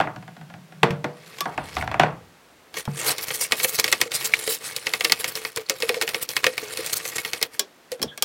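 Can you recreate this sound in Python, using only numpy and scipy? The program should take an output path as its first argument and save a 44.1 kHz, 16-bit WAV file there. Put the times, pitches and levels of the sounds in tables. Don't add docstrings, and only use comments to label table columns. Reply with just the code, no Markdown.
import sys
import numpy as np
from scipy import signal
from scipy.io import wavfile

SR = 44100
rng = np.random.default_rng(int(sys.argv[2]) if len(sys.argv) > 2 else 0)


def dump_mix(stems):
    frames = np.atleast_2d(stems).T
    limited = np.clip(frames, -1, 1)
    pcm = np.round(limited * 32767).astype(np.int16)
    wavfile.write(sys.argv[1], SR, pcm)


N = 363384
TIME = np.arange(N) / SR

# (t/s, level/dB, hardness/dB: treble over middle)
SNAPS = [(3.182, -33, 0.5), (3.305, -26.5, -24), (3.521, -15.5, -7.5), (3.5995, -26, -15),
         (3.646, -23, -10), (3.7971, -22, 4.5), (3.8418, -19.5, -2), (3.858, -33, -13), (3.879, -26, -6),
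         (3.926, -14.5, -4.5), (4.014, -17, -2), (4.1173, -30, -4), (4.476, -29, -1), (4.7638, -38, 12.5),
         (4.8683, -21, -9.5), (4.9361, -19.5, -7), (5.0078, -21.5, -9), (5.0458, -27.5, 5.5),
         (5.0489, -18, -4.5), (5.097, -25.5, -9), (5.121, -15.5, 2.5), (5.2426, -23, -6), (5.354, -37.5, 9),
         (5.4499, -26, -9.5), (5.561, -39, 9), (5.697, -22.5, 2.5), (5.8027, -50, 14), (5.8225, -23.5, -6),
         (5.8919, -19, -7), (5.943, -29, -9), (6.0132, -23.5, -3.5), (6.022, -26.5, -0.5),
         (6.0766, -26, -8), (6.0898, -30.5, -0.5), (6.145, -22.5, -10), (6.29, -43, 14.5),
         (6.366, -19.5, -5.5), (6.442, -16, -9.5), (6.466, -15.5, -9), (6.5791, -24, -7),
         (6.7728, -31.5, 1), (7.052, -31.5, -4), (7.1823, -28, -5.5), (7.249, -26.5, -10),
         (7.333, -27, -1.5), (7.414, -32, -5), (7.427, -23.5, 4.5), (7.918, -42, 7.5)]
# (t/s, level/dB)
CONTACT = [(2.7, -74), (2.93, -48.5), (3.2, -39.5), (3.48, -45.5), (4.3, -39.5), (4.8, -41.5), (5.4, -42),
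           (5.75, -41.5), (6.55, -45.5), (6.8, -38), (7.465, -45), (7.475, -90), (7.545, -44.5),
           (7.63, -76)]
# (f/Hz, level/dB, t60/s)
TRAY_MODES = [(147.4, 8.5, 0.3), (372.5, 2.5, 0.2), (468, 2, 0.39), (591, -7, 0.52), (693, -3.5, 0.31),
              (880, 7, 0.1), (1118, -2, 0.13), (1400, 1, 0.092), (2350, -3, 0.079)]
# (f/Hz, level/dB, t60/s)
EDGE_MODES = [(155.6, -4.5, 0.58), (306, -1.5, 0.29), (647.4, 6.5, 0.19), (725.4, 10.5, 0.18),
              (774, 11, 0.12), (904, 2, 0.17), (1437, 6, 0.12), (1644, 3, 0.1)]
# (f/Hz, level/dB, t60/s)
WET_MODES = [(1172, -6, 0.069), (1895, 5.5, 0.045), (2191, 9, 0.034), (2563, -1, 0.086),
             (4440, 12.5, 0.013), (5180, 16.5, 0.0067)]
# (f/Hz, level/dB, t60/s)
FLOOR_MODES = [(338.6, -13.5, 0.12), (442.3, -3.5, 0.24), (505, -5, 0.58)]
# (f/Hz, level/dB)
KNOCK_COLOUR = [(45, -44), (150, 15), (260, 0.5), (900, 4.5), (2400, -5.5), (4500, -17), (16000, -41)]
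# (f/Hz, level/dB)
SNAP_COLOUR = [(50, -62.5), (150, -6), (400, 5.5), (1300, 6), (2400, 12.5), (5200, 11), (7500, 8),
               (16000, 1.5)]

KNOCK_SPLIT_HZ, SNAP_SPLIT_HZ = (220, 1770), (810, 3530)

EDGES = np.geomspace(40, 17000, 24)
# (centre Hz, filter)
BANDS = [(np.sqrt(lo * hi), signal.butter(2, [lo, hi], "band", fs=SR, output="sos"))
         for lo, hi in zip(EDGES, EDGES[1:])]


def from_db(db):
    return 10 ** (np.asarray(db) / 20)


def rms(x):
    return np.sqrt(np.mean(x ** 2) + 1e-20)


def at_hz(points, hz):
    table = np.array(points)
    return np.interp(np.log(hz), np.log(table[:, 0]), table[:, 1])


def level_curve(rows):
    return from_db(np.interp(TIME, *np.transpose(rows)))


def wander(rate_hz):
    steps = rng.standard_normal(N // 100)
    return np.interp(TIME * rate_hz, np.arange(len(steps)), steps)


def fade(t, t60):
    return np.exp(-np.log(1000) * t / t60)


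def cut(x, hz, kind):
    return signal.sosfilt(signal.butter(3, hz, kind, fs=SR, output="sos"), x)


def add(out, s, sound):
    i = int(np.clip(s * SR, 0, N - 1))
    out[i:i + len(sound)] += sound[:N - i]


def coloured(source, colour, patchy_db=0, patch_rate_hz=75):
    stroke_colour_hz = 13
    draws, out = (source(), source()), 0
    for k, (hz, sos) in enumerate(BANDS):
        patch = 1
        if patchy_db:
            patch = from_db(patchy_db * (wander(patch_rate_hz) + wander(stroke_colour_hz)))
        out = out + from_db(at_hz(colour, hz)) * patch * signal.sosfilt(sos, draws[k % 2])
    return out / rms(out)


def resonate(x, hz, width_hz):
    r = np.exp(-np.pi * width_hz / SR)
    feedback = [1, -2 * r * np.cos(2 * np.pi * hz / SR), r * r]
    return signal.lfilter((1 - r * r) / 2 * np.array([1, 0, -1]), feedback, x)


def mode_width(t60):
    return np.log(1000) / np.pi / t60


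def ringing(modes, t, spread_db):
    detune, out = .02, 0
    for hz, db, t60 in modes:
        weight = rng.choice([-1, 1]) * from_db(db + spread_db * rng.normal())
        pitch = hz * (1 + detune * rng.normal())
        out = out + weight * np.sin(2 * np.pi * pitch * t) * fade(t, t60)
    return out


def blows(rows, modes, colour, split_hz, bass_db, ring_db, window=0.017, crack_t60=.024, tail_db=-15,
          linger=1, size=SR // 2):
    # (f/Hz, t60/s)
    linger_t60 = [(150, 0.52), (700, 0.37), (9000, 0.13)]
    spike, spike_t60 = 0.71, 0.0016
    t, out = np.arange(size) / SR, np.zeros(N)
    white, body = rng.standard_normal((2, len(rows), len(t))), 0
    for k, (hz, sos) in enumerate(BANDS):
        crack = fade(t, crack_t60 * (2000 / hz) ** 0.06) + spike * fade(t, spike_t60)
        tail = from_db(tail_db) * fade(t, linger * at_hz(linger_t60, hz))
        weight = from_db(at_hz(colour, hz) + 1.3 * rng.standard_normal((len(rows), 1)))
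        body = body + weight * signal.sosfilt(sos, white[k % 2] * (crack + tail))
    head = slice(0, int(window * SR))
    for (s, db, hardness_db), dense in zip(rows, body):
        clear = ringing(modes, t, spread_db=0)
        sound = dense / rms(dense[head]) + from_db(ring_db) * clear / rms(clear[head])
        bass = cut(sound, split_hz[0], "low")
        middle = cut(sound, split_hz, "band")
        treble = cut(sound, split_hz[1], "high")
        for share_db, part in ((bass_db, bass), (0, middle), (hardness_db, treble)):
            add(out, s, from_db(db + share_db) * part / rms(part[head]))
    return out


def flicks(per_s, spread_db, smooth):
    sizes = from_db(spread_db * np.minimum(rng.exponential(1, N), 4)) * rng.choice([-1, 1], N)
    clicks = sizes * (rng.random(N) < per_s / SR)
    return clicks / rms(clicks) + smooth * rng.standard_normal(N)


def shuffle(s, length, db, band_hz):
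    lumps = cut(flicks(per_s=900, spread_db=3, smooth=1 / 2), band_hz, "band")
    return from_db(db) * np.exp(-2 * ((TIME - s) / length) ** 2) * lumps / rms(lumps)


def workshop_air():
    # (f/Hz, level/dB)
    air_colour = [(45, -18), (100, -19), (280, -4), (1800, -10), (4200, -17), (15000, -27.5)]
    return from_db(-54) * coloured(lambda: rng.standard_normal(N), air_colour)


def hum_and_rumble():
    # (t/s, level/dB)
    hum_levels = [(0, -58), (.55, -43.5), (.75, -49.5), (.9, -36), (1.3, -59), (1.48, -46), (1.9, -60),
                  (2.12, -43), (2.5, -77)]
    # (t/s, level/dB)
    rumble_levels = [(1.35, -101.5), (1.6, -41), (1.72, -51), (1.8, -34), (2.05, -46), (2.35, -67),
                     (7.96, -88), (8.05, -42), (8.14, -77)]
    hum = cut(resonate(rng.standard_normal(N), 160, 14), [120, 210], "band")
    rumble = cut(resonate(rng.standard_normal(N), 80, 45), [50, 300], "band")
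    return level_curve(hum_levels) * hum / rms(hum) + level_curve(rumble_levels) * rumble / rms(rumble)


def suds(gain_db, cycles, count):
    t, out, stir = np.arange(SR // 20) / SR, np.zeros(N), level_curve(CONTACT)
    for when, size, strength in rng.random((count, 3)):
        hz = 4000 * 3.4 ** size
        pop = np.sin(2 * np.pi * hz * t) * fade(t, cycles / hz)
        level = stir[int(when * N)] * from_db(gain_db + 18 * strength ** 2)
        add(out, when * N / SR, level * pop)
    return out


def plops(rise_s, t60):
    # (t/s, f/Hz, level/dB)
    pockets = [(1.811, 2150, -15), (3.448, 2270, -13), (4.3368, 2290, 6.5), (5.663, 4360, -25)]
    t, out = np.arange(SR // 10) / SR, np.zeros(N)
    swell = 1 - np.exp(-(t / rise_s) ** 2)
    for s, hz, db in pockets:
        tone = np.sin(2 * np.pi * hz * t) * fade(t, t60)
        echo = resonate(rng.standard_normal(len(t)), hz, 570)
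        echo = 0.2 * echo / rms(echo) * fade(t, 0.038)
        add(out, s, from_db(db) * swell * (tone + echo))
    return out


def squeaks(sag, jitter):
    # (t/s, f/Hz, peak level/dB, swell/s)
    skid_rows = [(1.406, 1160, -23.5, 0.0095), (8.026, 5350, -18, 0.0029), (8.075, 3400, -38, 0.015),
                 (8.113, 1650, -42, .011)]
    t, out = np.arange(SR // 10) / SR, np.zeros(N)
    for s, hz, db, swell_s in skid_rows:
        pitch = hz * (1 - sag * t) * (1 + jitter * wander(700)[:len(t)])
        swell = t / swell_s * np.exp(1 - t / swell_s)
        add(out, s, from_db(db) * swell * np.sin(2 * np.pi * np.cumsum(pitch) / SR))
    return out


def dry_clicks():
    # (t/s, level/dB, hardness/dB)
    click_rows = [(1.385, -38.5, -5), (1.4063, -28, 0), (2.741, -38, -5.5), (2.853, -42, -1.5),
                  (7.594, -26.5, 7.5), (8.017, -35, 2), (8.027, -33, 8.5), (8.176, -37.5, -1),
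                  (8.2235, -24.5, 6.5)]
    # (f/Hz, level/dB, t60/s)
    click_modes = [(1120, -5, .1), (1660, -6, .12), (2300, -6, .08), (3300, -2, .09), (5450, -1, .07)]
    return blows(click_rows, click_modes, SNAP_COLOUR, SNAP_SPLIT_HZ, bass_db=-7.5, ring_db=-6, linger=0.64)


def grip_ticks():
    # (t/s, level/dB)
    tick_rows = [(.161, -38.5), (.225, -45.5), (.278, -41), (.366, -45.5), (.412, -45.5), (.5, -45.5),
                 (.539, -42), (0.722, -45.5)]
    hardness_db = -4.5
    return blows([(s, db, hardness_db) for s, db in tick_rows], EDGE_MODES, KNOCK_COLOUR, KNOCK_SPLIT_HZ,
                 bass_db=-4, ring_db=1.0)


def grip_thumps():
    # (t/s, level/dB, hardness/dB)
    thump_rows = [(.906, -33.5, 1.5), (2.876, -30.5, -26)]
    return blows(thump_rows, TRAY_MODES, KNOCK_COLOUR, KNOCK_SPLIT_HZ, bass_db=5.5, ring_db=-2.5)


def tray_knocks():
    # (t/s, level/dB, hardness/dB)
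    knock_rows = [(.831, -14, -5), (1.0426, -25.5, -8), (7.995, -47, -4), (8.031, -36, -12)]
    return blows(knock_rows, TRAY_MODES, KNOCK_COLOUR, KNOCK_SPLIT_HZ, window=0.033, bass_db=-9.5, ring_db=-1.0)


def basin_knocks():
    # (t/s, level/dB, hardness/dB)
    bump_rows = [(.001, -15.5, -12.5), (.01, -23, -5.5), (.072, -27.5, -20), (1.456, -25, -13),
                 (1.5774, -23, -7), (1.767, -23.5, -4.5), (1.824, -27, -4), (1.876, -27.5, -4),
                 (1.9146, -28, -5.5), (1.942, -24, -6), (1.9965, -10.5, -7), (2.0338, -14.5, -12)]
    # (f/Hz, level/dB)
    bump_colour = [(45, -41), (150, 8), (260, -4.5), (850, 7), (2400, -4.5), (4500, -19.5), (16000, -44.5)]
    return blows(bump_rows, EDGE_MODES, bump_colour, KNOCK_SPLIT_HZ, window=0.015, bass_db=-17.5,
                 crack_t60=0.011, ring_db=-3, tail_db=-15, linger=0.96)


def snap_cracks():
    return blows(SNAPS, WET_MODES, SNAP_COLOUR, SNAP_SPLIT_HZ, window=0.015, bass_db=-16, crack_t60=0.016,
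                 ring_db=-2.5, tail_db=-10, linger=0.36, size=SR // 5)


def floor_booms(rise_s, gain_db):
    # (t/s, peak level before gain_db/dB, f/Hz)
    boom_rows = [(3.646, -18.5, 482), (4.06, -25.5, 465), (4.477, -16.5, 458), (5.05, -20, 463),
                 (5.579, -20.5, 433), (5.701, -19, 517), (5.832, -15.5, 444), (5.898, -12, 460),
                 (5.963, -16.5, 441), (6.03, -19, 454), (6.16, -23.5, 468), (6.466, -10.5, 453),
                 (6.628, -23, 414), (6.788, -20, 446), (7.416, -23, 460), (7.595, -25.5, 395),
                 (7.916, -18.5, 476)]
    snap_boom_db, snap_boom_hz = -31, 494.8
    bend, bend_s, wobble = 0.053, 0.014, .025
    boom_t60, thud_db, floor_db = 0.16, -12, -2
    t, out = np.arange(SR // 4) / SR, np.zeros(N)
    knots = t[::SR // 80]
    snap_booms = [(s, snap_boom_db, snap_boom_hz) for s, _, _ in SNAPS]
    for s, db, hz in list(boom_rows) + snap_booms:
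        wobbling = wobble * np.interp(t, knots, rng.normal(size=knots.shape))
        pitch = hz * (1 + bend * np.exp(-t / bend_s) + wobbling)
        tone = np.sin(2 * np.pi * np.cumsum(pitch) / SR)
        thud = cut(rng.standard_normal(len(t)), [330, 750], "band")
        floor = ringing(FLOOR_MODES, t, spread_db=9.5)
        mix = tone + from_db(thud_db) * thud / rms(thud) + from_db(floor_db) * floor
        boom = mix * (1 - np.exp(-t / rise_s)) * fade(t, boom_t60)
        add(out, s, from_db(db + gain_db) * boom / np.abs(boom).max())
    return out


def squelches(count):
    cycles, out = 20, 0
    slips, dealt = flicks(per_s=260, spread_db=3, smooth=0), rng.integers(0, count, N)
    for k, hz in enumerate(np.geomspace(1300, 6000, count)):
        ring = resonate(slips * (dealt == k) + 1e-18, hz, mode_width(cycles / hz))
        out = out + ring / np.sqrt(hz)
    return out / rms(out)


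def walls(x, count=3):
    ring_s, ring_db = .03, 1
    shifts_per_s = 11
    t, rung = np.arange(int(ring_s * SR)) / SR, x
    for response in rng.standard_normal((count, len(t))) * fade(t, ring_s):
        wall = signal.oaconvolve(x, response / np.linalg.norm(response))[:N]
        rung = rung + from_db(ring_db) * np.tanh(wander(shifts_per_s)) * wall
    return rung * rms(x) / rms(rung)


def rubbing_power():
    # (t at the middle/s, length/s)
    gaps = [(3.825, .025), (4.092, 0.022), (4.59, 0.038), (5.532, 0.074), (5.655, 0.072), (6.27, 0.021)]
    # (t at the middle/s, length/s, hiss level/dB, tilt from drag to spray/dB)
    swish_rows = [(1.38, 0.27, -54, -10), (1.737, .14, -47, -8), (2.784, 0.041, -32, -3),
                  (3.015, 0.06, -34.5, -6), (3.083, 0.056, -24.5, 0.5), (3.233, 0.021, -29, 6),
                  (3.287, 0.02, -30, 2), (3.354, 0.026, -28.5, 6), (3.428, 0.036, -24, 4.5),
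                  (3.592, 0.039, -29, 3), (3.642, 0.016, -20, 4), (3.69, 0.026, -30.5, 6),
                  (3.747, 0.028, -30.5, 4), (3.794, 0.018, -28, -4), (4.154, 0.027, -24.5, 4.5),
                  (4.21, 0.04, -31.5, 0.5), (4.258, 0.025, -24.5, 5.5), (4.394, 0.0092, -32.5, 8),
                  (4.517, 0.058, -28, 4.5), (4.668, 0.05, -34.5, 1.5), (5.211, 0.023, -31, 2.5),
                  (5.286, 0.015, -27.5, 4), (5.371, 0.015, -37.5, 1), (5.577, 0.0084, -27.5, -5),
                  (6.23, 0.015, -29, 6), (6.313, 0.027, -35.5, 2), (6.73, .02, -33.5, 1),
                  (6.865, 0.023, -32, 3), (6.936, 0.011, -22.5, 5.5), (6.97, 0.015, -23.5, 7),
                  (7.075, 0.043, -37, 10), (7.161, 0.014, -30, -1)]
    contact_mix = [0.36, -1.5, -8.5]
    gap_db = -14.5
    dip_s, dip_db = 0.029, -3
    lead_s, lead_db = 0.0098, -18
    scrape_s, scrape_db, scrape_follows = 0.022, -31, 0.24
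    drag_db, spray_db = -3.5, -7.5
    pressure_db, pressure_per_s = 1.5, 70
    contact, t = level_curve(CONTACT) ** 2, np.arange(SR // 5) / SR
    for s, _, _ in SNAPS:
        contact[(TIME > s - dip_s) & (TIME < s)] *= from_db(dip_db) ** 2
    for s, length in gaps:
        contact *= from_db(gap_db * np.exp(-(2 * (TIME - s) / length) ** 2)) ** 2
    for s, db, _ in SNAPS:
        flick = from_db(db + lead_db) ** 2 * np.exp(-(t / lead_s) ** 2)
        scrape = from_db(scrape_db + scrape_follows * db) ** 2 * np.exp(-(t / scrape_s) ** 2)
        add(contact, s - lead_s, flick)
        add(contact, s, scrape)
    power = np.outer(from_db(contact_mix) ** 2, contact)
    for s, length, db, tilt_db in swish_rows:
        near = np.abs(TIME - s) < 2 * length
        swell = np.exp(-(2 * (TIME[near] - s) / length) ** 2)
        levels = [db + drag_db - tilt_db, db, db + spray_db + tilt_db]
        power[:, near] += np.outer(from_db(levels) ** 2, swell)
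    return power * from_db(pressure_db * wander(pressure_per_s)) ** 2


def rubbing():
    # (f/Hz, level/dB)
    drag_colour = [(60, -44), (110, 2), (250, -11.5), (450, -4), (1500, -4.5), (2200, -2.5), (3500, -5.5),
                   (7000, -26)]
    hiss_colour = [(1500, -39), (3200, 2.5), (5000, 6), (8000, 2), (10500, 11), (13000, -14.5),
                   (16000, -48)]
    spray_colour = [(6000, -45), (10000, 1), (13000, -14), (16000, -3.5)]
    patch_db, grip_db, squelch_db = 2.4, 2.9, -5
    drag_power, hiss_power, spray_power = rubbing_power()
    drag = coloured(lambda: flicks(per_s=900, spread_db=3.0, smooth=.5), drag_colour)
    wet = sum(from_db(3.5 * wander(40)) * resonate(drag, hz, mode_width(t60)) for hz, _, t60 in WET_MODES)
    drag = drag + 1.5 * wet
    floor = sum(from_db(db) * resonate(drag, hz, mode_width(t60)) for hz, db, t60 in FLOOR_MODES)
    drag = drag + 10.3 * floor
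    hiss = coloured(lambda: flicks(per_s=1900, spread_db=2.5, smooth=1 / 2), hiss_colour, patchy_db=patch_db)
    spray = coloured(lambda: flicks(per_s=920, spread_db=3, smooth=1 / 2), spray_colour, patchy_db=patch_db)
    rub = np.sqrt(drag_power) * drag / rms(drag)
    rub = rub + np.sqrt(hiss_power) * walls(hiss) + np.sqrt(spray_power) * walls(spray)
    grip = from_db(grip_db * wander(330))
    return grip * rub + from_db(squelch_db) * np.sqrt(drag_power) * squelches(count=20)


def scene():
    background = workshop_air() + hum_and_rumble()
    water = suds(gain_db=4, cycles=14, count=400) + plops(rise_s=0.00099, t60=0.012)
    scuff = shuffle(s=8.04, length=0.04, db=-30.5, band_hz=(160, 520))
    skids = squeaks(sag=.3, jitter=0.056) + scuff
    knocks = grip_ticks() + grip_thumps() + tray_knocks() + basin_knocks()
    sharp = cut(snap_cracks() + dry_clicks(), 165, "high")
    gurgle = shuffle(s=3.085, length=0.074, db=-30.5, band_hz=(450, 1900))
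    strokes = rubbing() + gurgle + floor_booms(rise_s=0.0013, gain_db=-3.0)
    return (background + water + skids + knocks + sharp + strokes)[None]


def record(dry):
    low_pass = signal.ellip(10, .2, 70, 16100, fs=SR, output="sos")
    return signal.sosfilt(low_pass, np.clip(dry, -1, 1))


dry = scene()
out = record(dry)
dump_mix(out)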